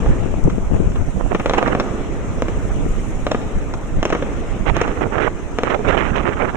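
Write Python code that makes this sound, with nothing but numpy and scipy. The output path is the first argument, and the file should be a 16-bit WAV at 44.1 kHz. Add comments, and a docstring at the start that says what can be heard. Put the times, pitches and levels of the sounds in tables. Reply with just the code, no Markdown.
"""A large ship slides down a slipway into a river, heard from close by on a windy day.
Water churns and sprays at the bow, as patchy noise; sharp cracks, probably launch firecrackers, are
pressure pulses that go off in bunches, with echoes that roll round the yard.
Wind rumbles and thumps on each of two microphone ports, as uneven low noise and single pulses;
blowing straight across a port it rasps, as fluttering noise, and on the right it also hoots."""
import sys
import numpy as np
from scipy import signal
from scipy.fft import rfft, irfft
from scipy.io import wavfile
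from scipy.ndimage import uniform_filter1d, minimum_filter1d

SR = 44100
rng = np.random.default_rng(int(sys.argv[2]) if len(sys.argv) > 2 else 0)


def bounce(signal):
    """Save signal as a 16-bit WAV file at the path given by the first command-line argument."""
    frames = np.transpose(np.atleast_2d(signal))
    limited = np.clip(frames, -1, 1)
    pcm = np.round(limited * 32767).astype(np.int16)
    wavfile.write(sys.argv[1], SR, pcm)


N = 289362
HOP = 128  # samples between spectral frames
TIME = np.arange(N) / SR
FRAME_S = np.arange(N // HOP + 5) * HOP / SR
BIN_HZ = np.fft.rfftfreq(4 * HOP, 1 / SR)


def amp(db):
    """Level: decibels become an amplitude ratio."""
    return 10 ** (np.asarray(db) / 20)


def unit(x):
    """Normalisation: scales to rms 1."""
    return x / np.sqrt(np.mean(x ** 2) + 1e-20)


def curve(rows, t=TIME):
    """Linear interpolation in time of a table of (s, value)."""
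    return np.interp(t, *np.transpose(rows))


def spectrum(rows, hz):
    """Interpolation of a table of (Hz, value) on a logarithmic frequency axis."""
    f, value = np.transpose(rows)
    return np.interp(np.log(hz + 1), np.log(f + 1), value)


def coloured(x, rows):
    """Spectral shaping by a table of (Hz, dB)."""
    gain = amp(spectrum(rows, np.fft.rfftfreq(N, 1 / SR)))
    return irfft(rfft(x) * gain, N)


def wander(rate_hz):
    """Low-passed random motion of rms 1, up to about the given rate."""
    hz = np.fft.rfftfreq(N, 1 / SR)
    return unit(irfft(rfft(rng.standard_normal(N)) / (1 + (hz / rate_hz) ** 4), N))


def flutter(rate_hz):
    """Band-passed random pulsing of rms 1 around the given rate."""
    ratio = np.fft.rfftfreq(N, 1 / SR) / rate_hz
    return unit(irfft(rfft(rng.standard_normal(N)) * ratio ** 2 / (1 + ratio ** 4), N))


def band(x, low_hz, high_hz):
    """First-order causal high-pass and low-pass."""
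    x = signal.sosfilt(signal.butter(1, low_hz, "high", fs=SR, output="sos"), x)
    return signal.sosfilt(signal.butter(1, min(high_hz, .45 * SR), fs=SR, output="sos"), x)


def dulled(x, edge_hz):
    """Fourth-order causal low-pass."""
    return signal.sosfilt(signal.butter(4, min(edge_hz, .45 * SR), fs=SR, output="sos"), x)


def add(mix, s, sound):
    """Superposition: mixes a sound in at time s."""
    part = mix[max(round(s * SR), 0):][:len(sound)]
    part += sound[:len(part)]


# Left-right likeness of distant sound. Each row: frequency in Hz, correlation from 0 to 1.
PORT_LIKENESS = [(100, 0.58), (550, 1), (1000, 0.63), (1700, 0.17), (3000, 0.049), (8000, 0.07)]


def noise(gain):
    """Partial coherence: stereo noise under a frames x bins gain; the two ports hear the bass alike."""
    a, b, c, d = rng.standard_normal((len(FRAME_S), len(BIN_HZ), 4)).transpose(2, 0, 1)
    same = np.clip(spectrum(PORT_LIKENESS, BIN_HZ), -1, 1)
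    left, other = a + 1j * b, c + 1j * d
    right = same * left + np.sqrt(1 - same ** 2) * other
    z = np.array([left, right]) * gain
    return unit(signal.istft(z.transpose(0, 2, 1), nperseg=4 * HOP, noverlap=3 * HOP)[1][:, :N])


def water(rows, patchy_db, flicker_db):
    """Turbulent foam noise: patches of pitch and time collapse; slaps, if any, lift all bands at once."""
    field = rng.standard_normal((len(FRAME_S), len(BIN_HZ)))
    patches = unit(uniform_filter1d(uniform_filter1d(field, size=14, axis=0), size=5, axis=1))
    slaps = np.interp(FRAME_S, TIME, wander(40))[:, None]
    return noise(amp(spectrum(rows, BIN_HZ) + patchy_db * patches + flicker_db * slaps))


# Course of the churning water. Each row: time in seconds, level in dB.
CHURN_LEVEL = [(0, -24.5), (.6, -31.5), (1.2, -30), (1.9, -27), (2.4, -27), (2.9, -28), (3.4, -29),
               (3.9, -30), (4.5, -27), (5.4, -29), (6.56, -28)]
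# Colour of the churning water. Each row: frequency in Hz, relative density in dB per Hz.
CHURN_COLOUR = [(30, 1.5), (120, -12), (230, -1), (420, -5.5), (620, -11), (1000, -14.5), (2000, -18.5),
                (4000, -29), (8000, -38), (16000, -54)]


def river():
    """Broadband turbulence: churning water is low-weighted noise of uneven pitch."""
    return amp(curve(CHURN_LEVEL)) * water(CHURN_COLOUR, patchy_db=2.5, flicker_db=0.0)


# Course of the spray thrown up by the bow. Each row: time in seconds, level in dB.
SPRAY_LEVEL = [(0, -43.5), (1.2, -42.5), (2.2, -43.5), (3, -40), (3.8, -43.5), (4.4, -44.5), (5.3, -45),
               (6.56, -47)]
# Colour of the spray. Each row: frequency in Hz, relative density in dB per Hz.
SPRAY_COLOUR = [(1000, -17), (3500, -4), (6500, 7), (10000, 10.5), (16000, 3.5)]


def spray():
    """Broadband fizz: spray is treble noise, all of it lifted at once by slaps."""
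    return amp(curve(SPRAY_LEVEL)) * water(SPRAY_COLOUR, patchy_db=1.5, flicker_db=1.4)


def wind_level(steady, buffets):
    """Addition of powers: each buffet swells and dies as a bell on the steady push; level in dB."""
    power = amp(curve(steady)) ** 2
    for s, length, db in buffets:
        power = power + amp(db) ** 2 * np.exp(-np.minimum((2 * (TIME - s) / length) ** 2, 20))
    return 10 * np.log10(power)


# Colour of wind pressing on a port. Each row: frequency in Hz, relative density in dB per Hz.
RUMBLE_COLOUR = [(5, -21), (18, 1.5), (35, 0.5), (65, -7), (110, -10), (200, -14), (350, -24.5), (700, -31),
                 (2000, -67.5)]


def rumble(steady, buffets, lumpy_db):
    """Turbulent pressure: eddies press on one port in uneven lumps."""
    eddies = coloured(rng.standard_normal(N), RUMBLE_COLOUR) * amp(lumpy_db * wander(30.5))
    slow = np.sqrt(uniform_filter1d(eddies ** 2, size=6000) + 1e-20)  # running rms
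    return amp(wind_level(steady, buffets)) * eddies / slow


# Steady push of the wind on each port. Each row: time in seconds, level in dB.
PUSH_LEFT = [(0, -15.5), (.85, -20), (1.1, -25), (1.9, -31.5), (2.25, -22.5), (2.85, -20.5), (3.1, -23),
             (4.4, -25.5), (5.3, -30.5), (6.15, -27), (6.56, -36)]
PUSH_RIGHT = [(0, -26), (.3, -22), (.6, -17), (1.15, -16), (1.5, -17.5), (2.2, -21), (2.8, -14),
              (3.2, -17.5), (3.4, -25), (3.6, -16), (3.85, -24), (4.6, -17), (5.3, -21), (5.75, -25.5),
              (6, -19), (6.56, -22.5)]
# Single buffets on each port. Each row: middle in seconds, length in seconds, level in dB.
BUFFET_LEFT = [(0.103, 0.041, -9), (0.243, 0.044, -13.5), (0.473, 0.05, -8.5), (0.747, 0.097, -14),
               (0.876, 0.045, -18), (1.008, 0.038, -7.5), (2.89, 0.047, -14), (3.571, 0.046, -12.5),
               (3.978, 0.054, -14)]
BUFFET_RIGHT = [(.105, 0.077, -6), (1.225, 0.05, -10), (2.38, 0.035, -18), (3.98, 0.077, -12),
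                (4.531, 0.041, -26), (4.7, 0.062, -9), (5.14, 0.023, -19), (5.9, 0.085, -13.5),
                (6.14, 0.12, -15)]


def wind_rumble():
    """Local turbulence: the wind presses on each port on its own."""
    left = rumble(PUSH_LEFT, BUFFET_LEFT, lumpy_db=2.0)
    right = rumble(PUSH_RIGHT, BUFFET_RIGHT, lumpy_db=4.0)
    return np.array([left, right])


RASP_ATTACK_S, RASP_RELEASE_S = 0.0096, 0.0049  # time for 10 dB of rise and of fall
# The dull rasp left between gusts, its level and edge relative like those of the gusts.
BREEZE_RELATIVE_DB, BREEZE_EDGE_HZ = -38, 464


def gusting(gusts):
    """Power-weighted level in dB and edge in Hz, per frame: gusts catch the lip, swell or sag, let go."""
    start, length, db, swell_db, edge_hz = np.transpose(gusts)[:, :, None]
    t = FRAME_S - start
    rise = np.maximum(-t, 0) / RASP_ATTACK_S
    fall = np.maximum(t - length, 0) / RASP_RELEASE_S
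    swell = swell_db * (np.clip(t / length, 0, 1) - .5)
    power = amp(db + swell - 10 * (rise + fall)) ** 2
    breeze = amp(BREEZE_RELATIVE_DB) ** 2
    total = power.sum(0) + breeze
    return 10 * np.log10(total), ((power * edge_hz).sum(0) + breeze * BREEZE_EDGE_HZ) / total


def pressure_spits(edge_hz, spits_per_s):
    """Impulsive pressure: random eddies spit either way, and a faster eddy passes sooner."""
    size = amp(6.3 * np.minimum(rng.exponential(1, N), 2.5))  # mostly small, a few large
    eddies = size * (rng.random(N) < spits_per_s / SR)
    breadth, sign = rng.uniform(0.61, 1.65, N), rng.choice([-1, 1], N)
    spits = np.zeros(N)
    for i in np.flatnonzero(eddies):
        width = round(breadth[i] * SR / np.interp(TIME[i], FRAME_S, edge_hz))
        add(spits, TIME[i], sign[i] * eddies[i] * np.hanning(width))
    return unit(dulled(band(spits, 255, 8000), 3030))


# Colour of the torn air before its upper edge. 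Each row: frequency in Hz, relative density in dB per Hz.
RASP_COLOUR = [(30, -3), (150, -11.5), (350, 1.5), (600, -6), (1000, -9), (1500, -7.5), (2200, -8),
               (4000, -12.5), (8000, -18)]


def rasp(gusts, flutter_db, steepness, spit, spits_per_s, brightening=0.26, waver_db=0.8):
    """Edge turbulence: air tears over a lip in a fluttering, spitting hiss that brightens with each gust."""
    level_db, edge_hz = gusting(gusts)
    gust_db = np.clip(level_db + 12.0, -14, 6)
    edge_hz = edge_hz * amp(brightening * gust_db + waver_db * np.interp(FRAME_S, TIME, wander(32)))
    gain = amp(spectrum(RASP_COLOUR, BIN_HZ)) / np.sqrt(1 + (BIN_HZ / edge_hz[:, None]) ** steepness)
    field = rng.standard_normal(gain.shape)
    swirls = unit(uniform_filter1d(uniform_filter1d(field, size=7, axis=0), size=4, axis=1))
    gain = gain * amp(2.5 * swirls)  # passing vortices favour one pitch for a moment
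    hiss = noise(gain / np.linalg.norm(gain, axis=1, keepdims=True))[0]
    fluttering = hiss * unit(amp(flutter_db * flutter(162)))
    torn_air = unit(fluttering + spit * pressure_spits(edge_hz, spits_per_s))
    return amp(np.interp(TIME, FRAME_S, level_db)) * torn_air


# Gusts that break over the lip of each port. Each row: start in seconds, length in seconds,
# relative level in dB, swell from start to end in dB, upper edge in Hz before it brightens and wavers.
GUSTS_LEFT = [(0, 0.2, -32, -2, 600), (.22, 0.19, -28.5, -2, 575), (.467, 0.016, -17.5, 4.5, 523),
              (.53, 0.059, -28.5, 10, 474), (.71, .056, -21, 5, 520), (.8, 0.13, -24, -7.5, 400),
              (2.857, 0.014, -19.5, 0, 504)]
GUSTS_RIGHT = [(.05, 0.023, -30, 1, 1040), (.148, 0.029, -28.5, 4, 900), (1.2, 0.012, -19.5, 7, 1290),
               (1.312, 0.019, -18.5, 2, 1390), (1.572, 0.016, -13.5, 9.5, 1720),
               (1.614, 0.037, -20, -4, 1700), (1.667, 0.027, -18.5, -11, 1870),
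               (1.698, 0.033, -17, 6.5, 1750), (4.666, 0.036, -14.5, 5, 2690), (4.71, 0.015, -38, 13, 1700),
               (4.748, 0.096, -22.5, -2.5, 3320), (4.835, 0.093, -25, -0.5, 2630),
               (4.94, 0.051, -30.5, 14, 2480), (5.015, .022, -16, 1, 2320), (5.043, 0.026, -21.5, 0, 1300),
               (5.127, 0.071, -19, -4, 1820), (5.175, 0.01, -19, 12, 2370), (5.203, 0.022, -17.5, -1, 2720),
               (5.224, 0.058, -15.5, 0.5, 2200), (5.656, 0.029, -18.5, 2, 2200),
               (5.703, 0.027, -16, -1, 2600), (5.742, 0.0067, -13.5, 7, 2090),
               (5.853, 0.047, -21.5, -6, 2480), (5.886, 0.024, -10, -1, 2300),
               (5.927, 0.032, -14, -4.5, 2100), (5.976, 0.038, -15, -4.5, 2550),
               (6.015, 0.057, -20, -1, 2600), (6.063, 0.044, -20.5, 1.5, 2550),
               (6.12, 0.026, -25.5, 3, 2450), (6.16, 0.053, -17, -5, 2250),
               (6.233, 0.0059, -23.5, -10, 2630), (6.256, 0.034, -16.5, 1, 2300),
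               (6.29, 0.04, -22.5, 3, 2370), (6.33, 0.011, -22.5, -1, 3320), (6.372, .022, -24.5, -2, 2310),
               (6.399, 0.025, -16, 5.5, 2350), (6.432, 0.028, -18.5, 1.5, 2100),
               (6.479, 0.026, -20.5, -1.5, 2570), (6.544, 0.013, -20.5, 8, 1940)]


def wind_rasp():
    """Local edge turbulence: each lip tears the air on its own, the right with more frequent spits."""
    left = rasp(GUSTS_LEFT, flutter_db=6.0, steepness=4.4, spit=1.0, spits_per_s=70)
    right = rasp(GUSTS_RIGHT, flutter_db=1.5, steepness=5.34, spit=0.96, spits_per_s=240)
    return np.array([amp(6.5) * left, amp(5.0) * right])


# Single eddies that thump a port. Each row: time in seconds, port (0 left, 1 right),
# relative peak in dB, length in ms.
PORT_THUMPS = [(0.023, 0, -12, 16), (0.099, 1, -7, 16), (.133, 0, -10, 12), (.341, 0, 0, 0.68),
               (0.4413, 0, 2, 7), (0.448, 0, -3, 0.87), (0.451, 1, -2, 2.7), (.458, 1, 7, 2.5),
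               (.479, 1, 8, 1.7), (0.482, 0, 1, 1.6), (0.575, 0, -10, 2.6), (.715, 0, -9, 0.86),
               (0.737, 0, -4, 3), (0.7522, 0, 1, 4.3), (.757, 0, -5, 0.81), (.812, 0, -1, 3.2),
               (0.873, 0, 1.5, 6.4), (0.902, 0, -9, 3.4), (1.2108, 1, 2, 0.47), (1.263, 1, -2, 0.84),
               (1.319, 1, 1, 0.31), (1.3305, 1, -1, 0.73), (1.637, 1, -8, 0.41), (1.731, 1, -1, 0.49),
               (2.866, 0, -11, 3.2), (4.668, 1, -0.5, .5), (5.28, 1, 1.5, 0.45), (5.7497, 1, -14, 0.67),
               (5.975, 1, -10, 0.31), (6.282, 1, -9, 0.29), (6.445, 1, -2, 0.83)]


def thumps(rebound=0.16, rough=0.12):
    """Vortex passage: an eddy sucks at the port and pushes back, ragged with smaller eddies."""
    out = np.zeros((2, N))
    for s, port, db, length_ms in PORT_THUMPS:
        u = np.arange(-SR // 25, SR // 25) * 1000 / SR / length_ms
        pulse = rebound * np.exp(-(u - 1) ** 2 * 2) - np.exp(-(2 * u) ** 2)
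        ragged = 1 + rough * unit(dulled(rng.standard_normal(len(u)), 600))
        before_start = max(round((1 / 25 - s) * SR), 0)
        add(out[round(port)], s - 1 / 25, (amp(db) * pulse * ragged)[before_start:])
    return out


SNAP_HZ, SNAP_WIDTH_HZ = 4460, 3200  # the bright band in which a casing bursts


def blast(push_ms, snap_db, suck=0.19, front=2100, snap_ms=0.95, shock=0.088):
    """Blast wave: a shock, a push and a suck; the longer the push, the more rounded its front."""
    ms = np.arange(3000) * 1000 / SR
    u = ms / push_ms
    wave = (1 - u) * np.exp(-u) - suck * np.exp(-(u - 2) ** 2 * 2)
    edges = [SNAP_HZ - SNAP_WIDTH_HZ / 2, SNAP_HZ + SNAP_WIDTH_HZ / 2]
    casing = signal.butter(2, edges, "band", fs=SR, output="sos")
    tearing = unit(signal.sosfilt(casing, rng.standard_normal(len(ms))))
    wave = wave + amp(snap_db) * np.exp(-ms / snap_ms) * tearing
    wave = signal.sosfilt(signal.butter(2, min(front / push_ms, 9000), fs=SR, output="sos"), wave)
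    return wave + shock * band(signal.unit_impulse(len(ms)), 9200, 19000)


def small_pops(per_crack=.4, spread_s=0.045, pop_db=-23):
    """Random clustering: weaker, farther crackers of the same bunch go off around the loud ones."""
    pops = []
    draws = rng.random((len(CRACKERS), 3))
    for (s, db, _, _, knock_hz, snap_db), (chance, delay, size) in zip(CRACKERS, draws):
        if db > -9 and chance < per_crack:
            pops.append((s + spread_s * (2 * delay - .3), pop_db + 7 * size, .4, -4, knock_hz, snap_db))
    return pops


KNOCK_MS, KNOCK_DB = 4.7, -16  # decay of the hollow ring after each crack, and its level against the crack
SCATTER_EDGE_HZ = 4900  # the quay throws back little treble
# Firecrackers. Each row: time in seconds, relative level in dB, length of the pressure push in ms,
# relative scattered sound in dB, pitch of the hollow ring in Hz, relative bright snap of the casing in dB.
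CRACKERS = [(0.061, -8.5, 1, -3, 480, -24), (.498, -18.5, 0.23, 12.5, 1460, -25),
            (.919, -20.5, 0.26, 4, 690, -19), (0.957, -18.5, 0.35, 8.5, 600, -21),
            (1.3486, 3, 0.63, 0.5, 420, -16), (1.3974, -8.5, .6, 9, 320, -17),
            (1.4596, 7, 0.47, -10, 560, -20), (1.4967, 1.5, 0.41, -7, 560, -15),
            (1.510, -3.5, 0.98, -11, 500, -21), (1.5361, 5, 0.4, -1.5, 430, -24),
            (1.5464, -7, .55, 2.5, 450, -16), (1.5817, 0.5, 0.43, 5, 453, -19),
            (1.5905, -10, 1, -21, 497, -13), (1.6282, 5.5, 0.69, -22, 674, -25),
            (1.677, -3, 0.54, 3, 445, -21), (1.7508, 4, 0.74, -9, 725, -23),
            (1.7991, -0.5, 0.58, 3, 440, -11), (1.8047, -10, .4, -3, 510, -14),
            (2.422, 2, 0.7, -12, 650, -19), (2.484, -7.5, 0.63, 2, 487, -17),
            (3.2673, 0, 0.64, -2, 726, -10), (3.3139, -8, .5, -6, 500, -14),
            (3.3168, 3, 0.46, -12, 633, -9.5), (3.3472, -0.5, 0.94, -5, 446, -26),
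            (3.7387, -10, 0.29, -1, 1020, -13.5), (4.029, 4.5, 0.47, -11, 427, -11),
            (4.0536, 3.5, 0.51, -4.5, 443, -13), (4.080, -16, 0.57, -12, 500, -18),
            (4.103, -5.5, 0.38, 0, 740, -17), (4.1252, -4.5, 0.57, 11, 400, -17),
            (4.1504, -2, 0.71, 2.5, 335, -21), (4.2242, -7.5, .75, 5, 420, -17),
            (4.767, 0, 0.46, -6, 358, -11), (4.8141, 0, 0.53, -4, 470, -22),
            (4.8164, 2, 0.47, -9, 478, -14.5), (4.879, -5.5, 0.75, -20, 456, -19),
            (5.5869, 7, 0.47, -14, 455, -28), (5.6345, 1.5, 0.46, -3.5, 510, -24)]
# Near reflections of each crack. Each row: delay in ms before random stretching, relative level in dB.
NEAR_ECHOES = [(1.75, -10), (3.6, -10.5), (4.4, -12), (7.2, -25.5), (10.5, -31), (15, -37)]


def firecrackers(right_lead_ms=0.095, scatter_ms=8, apart=0.82, echo_edge_hz=5500):
    """Reflection and scattering: a blast, its hollow ring, echoes, and quay scatter unlike in the ports."""
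    out, ms = np.zeros((2, N)), np.arange(3000) * 1000 / SR
    for s, db, push_ms, scatter_db, knock_hz, snap_db in list(CRACKERS) + small_pops():
        wave = amp(db) * blast(push_ms, snap_db)
        # each bursts at its own spot, so its echoes are shifted
        shift = np.clip(1 + .08 * rng.standard_normal(len(NEAR_ECHOES)), .5, 2)
        knock = amp(db + KNOCK_DB) * np.exp(-ms / KNOCK_MS) * np.sin(2 * np.pi * knock_hz * ms / 1000)
        echo, dull = band(wave, 25, echo_edge_hz), band(wave, 19, SCATTER_EDGE_HZ)
        shared = rng.standard_normal(len(ms))
        for port, start in zip(out, (s, s - right_lead_ms / 1000)):
            add(port, start, wave + knock)
            for (delay_ms, echo_db), stretch in zip(NEAR_ECHOES, shift):
                add(port, start + delay_ms * stretch / 1000, amp(echo_db) * echo)
            scatter = shared + apart * rng.standard_normal(len(ms))
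            scatter = scatter * np.exp(-ms / scatter_ms) * (1 - np.exp(-ms))
            scatter = scatter / np.linalg.norm(scatter)
            add(port, start, amp(scatter_db - 1.0) * signal.fftconvolve(dull, scatter))
    return amp(2.5) * band(out, 162, 8800)


# Ring of the yard and hull. Each row: frequency in Hz, time to decay by 60 dB in seconds.
YARD_DECAY = [(200, 6.1), (600, 2.48), (2000, 1.75), (8000, 0.87)]


def yard(x):
    """Reverberation: a long diffuse tail, dying faster in the treble."""
    tail = noise(amp(-60 * FRAME_S[:, None] / spectrum(YARD_DECAY, BIN_HZ)))[:, :2 * SR]
    tail = tail * (1 - np.exp(-TIME[:2 * SR] / 0.006))  # builds up over milliseconds
    return signal.fftconvolve(x, tail / np.linalg.norm(tail[0]), axes=1)[:, :N]


# Thin bright ticks of the left port when it is hit hard. Each row: time in seconds, relative level in dB.
PORT_TICKS = [(0.4403, -1.5), (2.421, -3), (4.0293, -5), (4.054, -5), (4.7668, -6)]


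def ticks(ring_ms=0.39):
    """Impulsive excitation: a very short, decaying burst of treble noise."""
    out, ms = np.zeros(N), np.arange(200) * 1000 / SR
    for s, db in PORT_TICKS:
        add(out, s, amp(db) * np.exp(-ms / ring_ms) * rng.standard_normal(len(ms)))
    return band(band(out, 6500, 16000), 6500, 16000)


# Vortices that lock on to the right port and hoot hoarsely. Each row: start in seconds, length in seconds,
# relative level in dB, start pitch in Hz, end pitch in Hz, both before jitter.
PORT_HOOTS = [(4.694, 0.019, -10, 863, 705), (5.04, .045, -20.5, 521, 453), (5.271, 0.013, -8.5, 1012, 720),
              (5.745, 0.023, -11, 750, 394), (5.788, 0.03, -15, 416, 472), (5.944, 0.011, -7.5, 700, 800),
              (6.408, 0.043, -14.5, 509, 447)]


def hoots(pitch_jitter=0.13, rough_db=6.5):
    """Vortex shedding: a sliding, unsteady pitch sounds briefly."""
    out, sway, size = np.zeros(N), wander(300), unit(amp(rough_db * flutter(200)))
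    for s, length, db, start_hz, end_hz in PORT_HOOTS:
        u = np.clip((TIME - s) / length, 0, 1)
        on = (u > 0) & (u < 1)
        hz = (start_hz + (end_hz - start_hz) * u[on]) * (1 + pitch_jitter * sway[on])
        swell = np.sqrt(2 * np.sin(np.pi * u[on]))
        out[on] += amp(db) * swell * size[on] * np.sin(2 * np.pi * np.cumsum(hz) / SR)
    return out


def scene():
    """Superposition: water and blasts reach both ports; the wind strikes each on its own."""
    wind = wind_rumble() + wind_rasp() + thumps() + np.array([ticks(), hoots()])
    cracks = firecrackers()
    return river() + spray() + wind + cracks + amp(-12) * yard(cracks)


def port_response(gain_db):
    """Minimum phase: a causal filter from a table of (Hz, dB), so shocks stay sharp."""
    log_gain = np.log(amp(spectrum(gain_db, abs(np.fft.fftfreq(4096, 1 / SR)))))
    return np.fft.ifft(np.exp(np.conj(signal.hilbert(log_gain)))).real


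def limited(x, release_db_per_s=900):
    """Peak limiting on each port: catches a peak just ahead and ducks the next few milliseconds."""
    ceiling = .8
    over_db = 20 * np.log10(np.maximum(abs(x) / ceiling, 1))
    fall = TIME * release_db_per_s
    cut_db = np.maximum.accumulate(over_db + fall, axis=1) - fall
    return x * amp(uniform_filter1d(minimum_filter1d(-cut_db, size=9, axis=1), size=9, axis=1))


CUTOFF_HZ = 15600
# Colour of the two microphone ports. Each row: frequency in Hz, left gain in dB, right gain in dB.
PORT_COLOUR = [(20, -1, -1.5), (1100, -3, -3), (1230, 0.5, -0.5), (1630, -4.5, -3.5), (2190, -2, -4.5),
               (2480, -0.5, -4), (2930, -3, -3.5), (4090, -8.5, -9.5), (4600, -16.5, -23),
               (5100, -8, -10.5), (5690, -1.5, -3.5), (6670, 2.5, -2.5), (8170, -8, -2.5),
               (9800, -18.5, -17.5), (13200, -21, -22.5), (14500, -30, -27), (15500, -56, -23)]


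def record(dry):
    """Filtering and limiting: microphone colour, the limiter, short end fades and the band limit."""
    hz, *ports = np.transpose(PORT_COLOUR)
    responses = np.array([port_response(np.column_stack([hz, db])) for db in ports])
    heard = limited(signal.oaconvolve(dry, responses, axes=1)[:, :N])
    heard = heard * signal.windows.tukey(N, .001)
    low_pass = signal.firwin(511, CUTOFF_HZ, window=("kaiser", 9), fs=SR)
    return signal.oaconvolve(heard, low_pass[None], "same")


dry = scene()
out = record(dry)
bounce(out)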